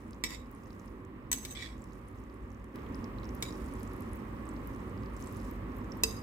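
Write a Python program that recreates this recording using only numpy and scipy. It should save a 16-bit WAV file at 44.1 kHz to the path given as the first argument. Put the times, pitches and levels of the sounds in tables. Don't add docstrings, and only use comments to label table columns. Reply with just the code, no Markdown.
import sys
import numpy as np
from scipy import signal
from scipy.fft import rfft, irfft
from scipy.io import wavfile
from scipy.ndimage import uniform_filter1d

SR = 44100
rng = np.random.default_rng(int(sys.argv[2]) if len(sys.argv) > 2 else 0)


def nominal_scale(level):
    x = np.asarray(level, float) / 20
    return 10 ** x


def file_out(sig):
    cols = np.atleast_2d(sig).T
    lim = np.clip(cols, -1, 1)
    pcm = np.round(lim * 32767).astype(np.int16)
    wavfile.write(sys.argv[1], SR, pcm)


N = 274302

# start_s, ring_level_db, left_minus_right_db, crack_db (added to ring_level_db for the crack)
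KNOCKS = [(0.2379, -24, -3, -2), (0.3052, -44, -7, 2), (0.3344, -48, -2, -13), (0.3662, -58, -6, -6),
          (1.3154, -23, 5.5, -4), (1.3274, -23, 0, 3.5), (1.3828, -44, -8, 3), (1.4496, -38.5, 1, 9.5),
          (3.4241, -30, 1.5, 5), (6.0352, -15.5, -3.5, -5.5)]


def rms_one(x):
    return x / np.sqrt(np.mean(x ** 2) + 1e-20)


def at_hz(points, hz):
    point_hz, value = np.array(points).T
    return np.interp(np.log(hz + 1), np.log(point_hz), value)


def sides(left_minus_right_db):
    return nominal_scale(np.array([left_minus_right_db, -left_minus_right_db]) / 2)


def grains(per_s, spread_db):
    clicks = (rng.random((2, N)) < per_s / SR) * rng.choice([-1, 1], (2, N))
    extra_db = spread_db * np.minimum(rng.exponential(1, (2, N)), 4)
    return clicks * nominal_scale(extra_db)


def stereo_noise(level_db):
    # pitch_hz, likeness (1 = same, 0 = unrelated, -1 = opposite)
    likeness = [(60, 0.96), (130, 1), (290, 0.96), (640, 0.39), (1410, 0.25), (3100, 0.2), (6820, -0.61),
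                (15000, 0.31)]
    # pitch_hz, left_minus_right_db
    lean = [(60, -0.5), (130, -3.5), (290, -1.5), (640, -6), (1410, -3), (3100, -3), (6820, -5.5),
            (15000, 7.5)]
    left_lag_s = 0.00019
    hz = np.arange(N // 2 + 1) * SR / N
    mid, side = rfft(rng.standard_normal((2, N)))
    alike = at_hz(likeness, hz)
    pair = np.sqrt(1 + alike) * mid + np.sqrt(1 - alike) * side * [[1], [-1]]
    pair[0] *= np.exp(-2j * np.pi * hz * left_lag_s)
    return irfft(pair * sides(at_hz(lean, hz)) * nominal_scale(level_db(hz)), N)


def background():
    # pitch_hz, relative_level_db (per Hz)
    hum_shape = [(15, -63), (25, -14.5), (53, 13), (107, -1), (152, -6.5), (256, -1.5), (339, -15),
                 (378, -13.5), (559, -17), (665, -26), (1140, -18), (1450, -27.5), (1930, -26.5),
                 (3040, -38.5), (4500, -63), (5850, -79.5), (9900, -120)]
    # pitch_hz, width_hz, lift_db
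    room_peaks = [(51.6, 21, 4), (98.4, 6, 12.5), (121.8, 8.7, 9.5), (240, 25, 0), (322.3, 10, 9.5),
                  (374.4, 14.3, 8.5), (1105, 140, 2.5), (1890, 150, 1)]
    # pitch_hz, relative_level_db (per Hz)
    hiss_shape = [(2060, -24), (3500, 6), (6870, -5), (8240, -1), (10100, -6), (14800, 0), (16100, -8),
                  (16500, -27)]
    step_s, step_blend_s = 2.745, 0.0071
    split_hz = 175
    dip_depth_db, dip_width_s = 15, 0.045
    since_step_s = np.arange(N) / SR - step_s

    def stepped(before_db, after_db):
        return np.interp(since_step_s, [-step_blend_s, step_blend_s], [before_db, after_db])

    def spectrum(hz):
        lift_db = sum(db / (1 + (2 * (hz - peak_hz) / width_hz) ** 2) for peak_hz, width_hz, db in room_peaks)
        return at_hz(hum_shape, hz) + lift_db

    both = stereo_noise(spectrum)
    rumble = signal.sosfiltfilt(signal.butter(2, split_hz, fs=SR, output="sos"), both)
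    hum = both - rumble
    hiss = stereo_noise(lambda hz: at_hz(hiss_shape, hz))
    dip_db = dip_depth_db * np.exp(-(since_step_s / dip_width_s) ** 2)
    rumble = nominal_scale(stepped(-50, -45) - dip_db) * rms_one(rumble)
    hum = nominal_scale(stepped(-49, -43)) * rms_one(hum)
    hiss = nominal_scale(stepped(-78, -71)) * rms_one(hiss)
    return rumble + hum + hiss


def room(x):
    t60_s, level_db = 0.33, -15
    t = np.arange(SR // 2) / SR
    tail = rng.standard_normal((2, len(t))) * nominal_scale(-60 * t / t60_s)
    tail = tail * (t > 0.004)
    tail = tail / np.sqrt(np.sum(tail ** 2, axis=1, keepdims=True))
    return nominal_scale(level_db) * signal.fftconvolve(x, tail, axes=1)[:, :N]


def pop(hz, t60_s):
    rise, open_s = 0.062, 0.00015
    snap_db, snap_s = -16, 0.00018
    t = np.arange(512) / SR
    ring = np.sin(2 * np.pi * hz * t * (1 + rise * t / t60_s))
    ring = ring * nominal_scale(-60 * t / t60_s) * (1 - np.exp(-t / open_s))
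    snap = np.diff(nominal_scale(snap_db - 60 * t / snap_s), prepend=0)
    return ring + snap


def noodles():
    # start_s, level_db (before scattering), start_pitch_hz, t60_s, left_minus_right_db
    pops = [(0.1087, -30.5, 8600, 0.00088, -7), (.132, -33.5, 4560, 0.0018, 1),
            (.515, -32, 14800, .0009, 8), (0.55, -41, 9610, 0.0021, 8), (0.797, -40, 6200, 0.0019, 3),
            (.859, -39, 9190, 0.0014, -4), (.8803, -46, 4990, .0022, 12), (1.05, -35, 7760, 0.00081, 1),
            (1.82, -44, 7500, .0056, -1), (1.8416, -25, 9760, 0.00041, 9), (1.9324, -42, 6800, .0016, -3),
            (2.0855, -38, 10040, .0011, 14), (2.3419, -43, 9220, 0.0016, -6),
            (2.644, -32, 9620, 0.00061, 5), (2.7587, -19, 4430, 0.00047, 3),
            (2.7861, -40, 2800, 0.0032, -1), (2.8645, -38, 2900, 0.0027, 1), (2.946, -37, 5030, .0032, 10),
            (2.9548, -41, 9800, 0.0017, 12), (3.043, -33, 5230, 0.0023, -6),
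            (3.1853, -45, 4060, .0051, -13), (3.2331, -34.5, 3800, 0.0023, 6), (3.244, -38, 4970, .0024, 7),
            (3.254, -39, 5340, 0.0027, -2), (3.2914, -34, 5800, 0.0019, -6), (3.351, -29, 12400, .0013, 12),
            (3.406, -38, 11010, .0016, 6), (3.508, -35, 4680, .003, -2), (3.525, -34.5, 5440, 0.0027, -1),
            (3.5545, -41, 5430, .0025, -9), (3.6617, -32, 8300, 0.0012, 0), (3.7376, -34, 9700, 0.0018, 9),
            (3.8005, -34, 13220, .0011, 9), (3.832, -18.5, 11400, 0.00038, 9),
            (3.8759, -37, 7400, .0023, 6), (3.9347, -29, 11400, 0.00082, 3),
            (3.9649, -36, 11580, .0011, 10), (4.007, -32, 12510, 0.0013, 10),
            (4.022, -28, 9400, 0.00072, -4), (4.133, -32.5, 9900, 0.0017, 12),
            (4.1594, -34, 14820, .0015, 7), (4.455, -44, 8360, .0046, -11), (4.4905, -35, 8060, 0.0043, -9),
            (4.6735, -32, 12700, 0.0013, 18), (4.7616, -39, 8930, 0.0012, 6), (4.897, -38, 8250, .0012, 2),
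            (5.034, -38, 4520, .0016, 2), (5.0601, -40, 4460, 0.0027, 7), (5.1663, -32, 7600, 0.0016, -4),
            (5.2099, -40.5, 9600, .0024, 15), (5.225, -34, 6170, .0021, 9), (5.2387, -38, 8270, .0021, -8),
            (5.272, -36, 7850, 0.0043, -10), (5.3257, -26, 13300, 0.00077, 5),
            (5.369, -29, 10100, .00093, 8), (5.5109, -35, 13800, 0.0019, 14),
            (5.768, -35, 13680, .0014, 12), (5.7835, -36, 13550, 0.0012, 10),
            (5.9199, -35, 5440, .0068, -5), (5.9722, -34, 13100, 0.0015, 7)]
    # time_s, rustle_level_db
    stirring = [(0, -74), (.25, -82), (.55, -75.5), (.92, -75), (1.1, -98), (1.8, -74.5), (2.15, -78),
                (2.7, -83), (3.0, -72), (3.14, -84), (3.27, -75.5), (3.6, -65.5), (4.15, -73), (4.35, -76),
                (4.7, -71.5), (5.12, -79), (5.2, -62.5), (5.5, -66), (5.6, -80), (5.8, -76), (6.22, -73)]
    usual_ticks_per_s, usual_stir_db = 260, -77.5
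    rate_follows, size_follows = 0.7, 0.31
    tick_db, tick_spread_db, tick_cycles = -63, 6, 12.7
    high_left_db = 5.5
    scatter_share, scatter_s = 0.42, 0.018
    stir_s, stir_db = np.transpose(stirring)
    rustle_db = np.interp(np.arange(N) / SR, stir_s, stir_db)
    ticks_per_s = usual_ticks_per_s * nominal_scale(rate_follows * (rustle_db - usual_stir_db))

    rows = [tuple(row) for row in pops]
    draws = rng.random((5000, 6))
    for when, keep, size, pitch, side, short in draws:
        i = int(when * N)
        if keep < ticks_per_s[i] * N / SR / len(draws):
            hz = 4300 * 3.6 ** (pitch ** 0.8)
            db = tick_db + size_follows * (rustle_db[i] - usual_stir_db)
            db = db - tick_spread_db * np.log(1 - 0.97 * size)
            pan_db = 12 * (side - 0.5) + high_left_db * np.log2(hz / 6500)
            rows.append((when * N / SR, db, hz, tick_cycles * 0.81 ** short / hz, pan_db))

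    direct = np.zeros((2, N + 512))
    for start_s, db, hz, t60_s, pan_db in rows:
        i = int(start_s * SR)
        direct[:, i:i + 512] += nominal_scale(db) * sides(pan_db)[:, None] * pop(hz, t60_s)
    tangle = rng.standard_normal((2, 2048)) * nominal_scale(-60 * np.arange(2048) / SR / scatter_s)
    tangle = tangle / np.sqrt(np.sum(tangle ** 2, axis=1, keepdims=True))
    scattered = signal.fftconvolve(direct, tangle, axes=1)[:, :N + 512]
    wet = np.sqrt(1 - scatter_share) * direct + np.sqrt(scatter_share) * scattered

    band = signal.butter(1, [3000, 12000], "band", fs=SR, output="sos")
    rustle = rms_one(signal.sosfilt(band, grains(per_s=6000, spread_db=13.0)))
    return wet[:, :N] + nominal_scale(rustle_db) * rustle


def stroke(start_s, hold_s, level_db, start_change_db, fade_db_per_s):
    attack_s, settle_s, gone_db = 0.0049, 0.014, 28
    t = np.maximum(np.arange(N) / SR - start_s, 0)
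    lost_db = fade_db_per_s * np.maximum(t - hold_s, 0)
    pressure = nominal_scale(level_db + start_change_db * np.exp(-t / settle_s) - lost_db)
    return pressure * np.minimum(t / attack_s, 1) * (lost_db < gone_db)


def touches():
    knock_place = [0, 0, 0, 0, 1, 1, 1, 3, 3, 4]
    # start_s, hold_s, level_db,
    # start_change_db (above 0 bites, below 0 starts softly), fade_db_per_s
    slides = [(0.24, 0.098, -50, 23, 293), (1.339, .16, -55.5, 26.5, 400), (1.501, 0.022, -50, -6, 900),
              (1.547, 0.11, -47, -1, 244), (3.432, 0.06, -58, -3, 500), (6.039, 0.038, -48, -9, 139)]
    slide_place = [0, 1, 1, 2, 3, 4]
    # relative_level_db, top_hz
    rasp = [(11, 8500), (15, 6700), (11.5, 7200), (13, 12000), (9, 15000)]
    knock_db, slide_db = -15, -30
    force = np.zeros((len(rasp), 2, N))
    sharp = np.zeros((2, N))
    for (start_s, db, pan_db, crack_db), place in zip(KNOCKS, knock_place):
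        i = round(start_s * SR)
        force[place, :, i] = nominal_scale(db + knock_db) * sides(pan_db)
        sharp[:, i] = nominal_scale(db + crack_db) * sides(pan_db)
    rough = grains(per_s=3000, spread_db=5.5) * nominal_scale(slide_db)
    for row, place in zip(slides, slide_place):
        slide = rough * stroke(*row)
        force[place] += slide
        rasp_db, rasp_hz = rasp[place]
        cut = signal.butter(1, rasp_hz, fs=SR, output="sos")
        sharp += signal.sosfilt(cut, slide + 1e-18) * nominal_scale(rasp_db)
    return force, sharp


def crack_noise():
    spread_s, snap_s = 0.0019, 0.017
    wash_db, wash_s = -10.5, 0.075
    t = np.arange(4096) / SR
    fade = nominal_scale(-60 * t / snap_s) + nominal_scale(wash_db - 60 * t / wash_s)
    crack = rng.standard_normal((2, 4096)) * fade * (1 - np.exp(-t / spread_s))
    band = signal.butter(1, [1200, 10900], "band", fs=SR, output="sos")
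    return signal.sosfilt(band, crack)


def bowl():
    # pitch_hz, t60_s (capped for the highest), then relative level_db when touched
    modes = [(285, 0.02, 8, -24, -27, -31, -2), (446, 0.18, -16.5, -19, -40, -13, -5.5),
             (987, 0.029, -3.5, -8, -40, -8, -5.5), (1962, 0.042, 2.5, -2, 6, 0.5, -9.5),
             (2204, 0.01, -5.5, -35, -5, 0.5, -41), (2297, 0.16, -2.5, -11, -1, -3.5, -41),
             (2655, 0.065, -2.5, -6, -17, -28, 0), (3010, 0.037, -11, -33, -25, -13.5, -36),
             (3317, 0.1, -8.5, -26, 0.5, -9, -35), (3520, 0.036, -3, -18, 0.5, 2, -41),
             (3820, 0.042, 4.5, -2.5, 4, 10, 3), (4750, 0.012, -2, -17, -4, -2, -30),
             (4950, 0.065, -1.5, -23, -9, 0, 7), (5500, 0.087, 1.5, -22, -4, -2.5, -26),
             (6020, 0.0375, -7, 3.5, -8, -4, -56), (6310, 0.038, -31, 6, -16, -7, 7),
             (6970, 0.021, 1.5, -36, -9, 9.5, 1.5), (7690, 0.028, 1, -17, -16, -11, -21),
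             (7760, 0.08, -17, 7.5, -4, 2, -3), (8100, 0.021, 1, 3, -9, 4.5, 0.5),
             (8450, 0.077, -19, -9, -32, -11, -5), (9500, 0.035, -23, -4.5, -37, -6, -12),
             (9760, 0.083, -22, -17, -34, -3, -4), (10550, 0.055, -33, -3, -40, -10, -3),
             (11540, 0.028, -27, -10, -30, -11, -1), (12500, 0.098, -2, 1.5, -35, -1, 1),
             (12700, 0.055, -28, -24, -20, -13.5, -23.5), (14600, 0.094, -4, 5.5, -30, -5, -5),
             (14130, 0.046, -24, -13, -25, -20.5, -1), (14900, 0.055, -23, -20, -32, -20, -16)]
    # left_minus_right_db, left_lead_radians
    ears_table = [(4, -0.5), (-3, -0.04), (10.5, -0.5), (-6.5, -0.3), (-32.5, -4), (-0.5, 1.65),
                  (-12, -2.5), (-5, -9), (-0.5, 6), (-16, -2), (-3, -2), (-14, 11.5), (0.5, -7), (2, 3.5),
                  (-6, -2), (-3, -0.5), (-13.5, 10), (2, -6), (-8, -1), (-5, 0.5), (10, -10), (6, 1),
                  (8, 5), (6.5, 7.5), (6, -9), (-3, 8.5), (1, 28.5), (-1, 15), (2, -4), (-10, -13)]
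    split, weak_db = 0.0016, -2.5
    splash_db, splash_s = 2.5, 0.0047
    swell_s = 0.00078
    pressed_db = 7
    roam_db = 4.0
    blur_hz, blur_s, blur_db = 8200, 0.011, 2.0
    force, sharp = touches()
    out = np.zeros((2, N))
    busy = np.flatnonzero(uniform_filter1d(np.abs(force).sum(axis=(0, 1)), 16384) > 1e-9)
    force = force[:, :, busy]
    blows = np.isin(busy, [round(row[0] * SR) for row in KNOCKS])
    muted = nominal_scale(np.where(blows, 0, -pressed_db))
    steps = np.arange(0, N + 1024, 1024)
    other = np.array([[1], [1j]])
    for (hz, t60_s, *place_db), (lean_db, lead) in zip(modes, ears_table):
        start_phase = np.exp(2j * np.pi * rng.random((len(force), 1, 1)))
        ears = (sides(lean_db) * np.exp([1j * lead, 0]))[:, None]
        drive = ears * np.sum(force * start_phase * nominal_scale(place_db)[:, None, None], axis=0)
        roam = np.interp(busy, steps, rng.standard_normal(len(steps)))
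        drive = drive * nominal_scale(np.where(blows, 0, roam_db * roam))
        if hz > blur_hz:
            t60_s = min(t60_s, blur_s)
            drive = drive * nominal_scale(blur_db)
        first = (hz, t60_s, muted)
        second = (hz * (1 + split), t60_s, nominal_scale(weak_db) * other * muted)
        splash = (hz * (1 - split), splash_s, nominal_scale(splash_db) * other / muted)
        for ring_hz, ring_s, gain in (first, second, splash):
            turn = np.exp(2j * np.pi * ring_hz / SR)
            swell = np.exp(-1 / (swell_s * SR))
            poles = np.poly([turn * nominal_scale(-60 / (ring_s * SR)), turn * swell])
            out[:, busy] += signal.lfilter([1 - swell], poles, gain * drive + 1e-18).imag
    return out + signal.fftconvolve(sharp, crack_noise(), axes=1)[:, :N]


def scene():
    near = bowl() + noodles()
    return near + room(near) + background()


def band_limit(x):
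    return signal.sosfilt(signal.butter(12, 17000, fs=SR, output="sos"), x)


def record(dry):
    dull = signal.sosfilt(signal.butter(8, 16000, fs=SR, output="sos"), dry)
    return band_limit(dull)


dry = scene()
out = record(dry)
file_out(out)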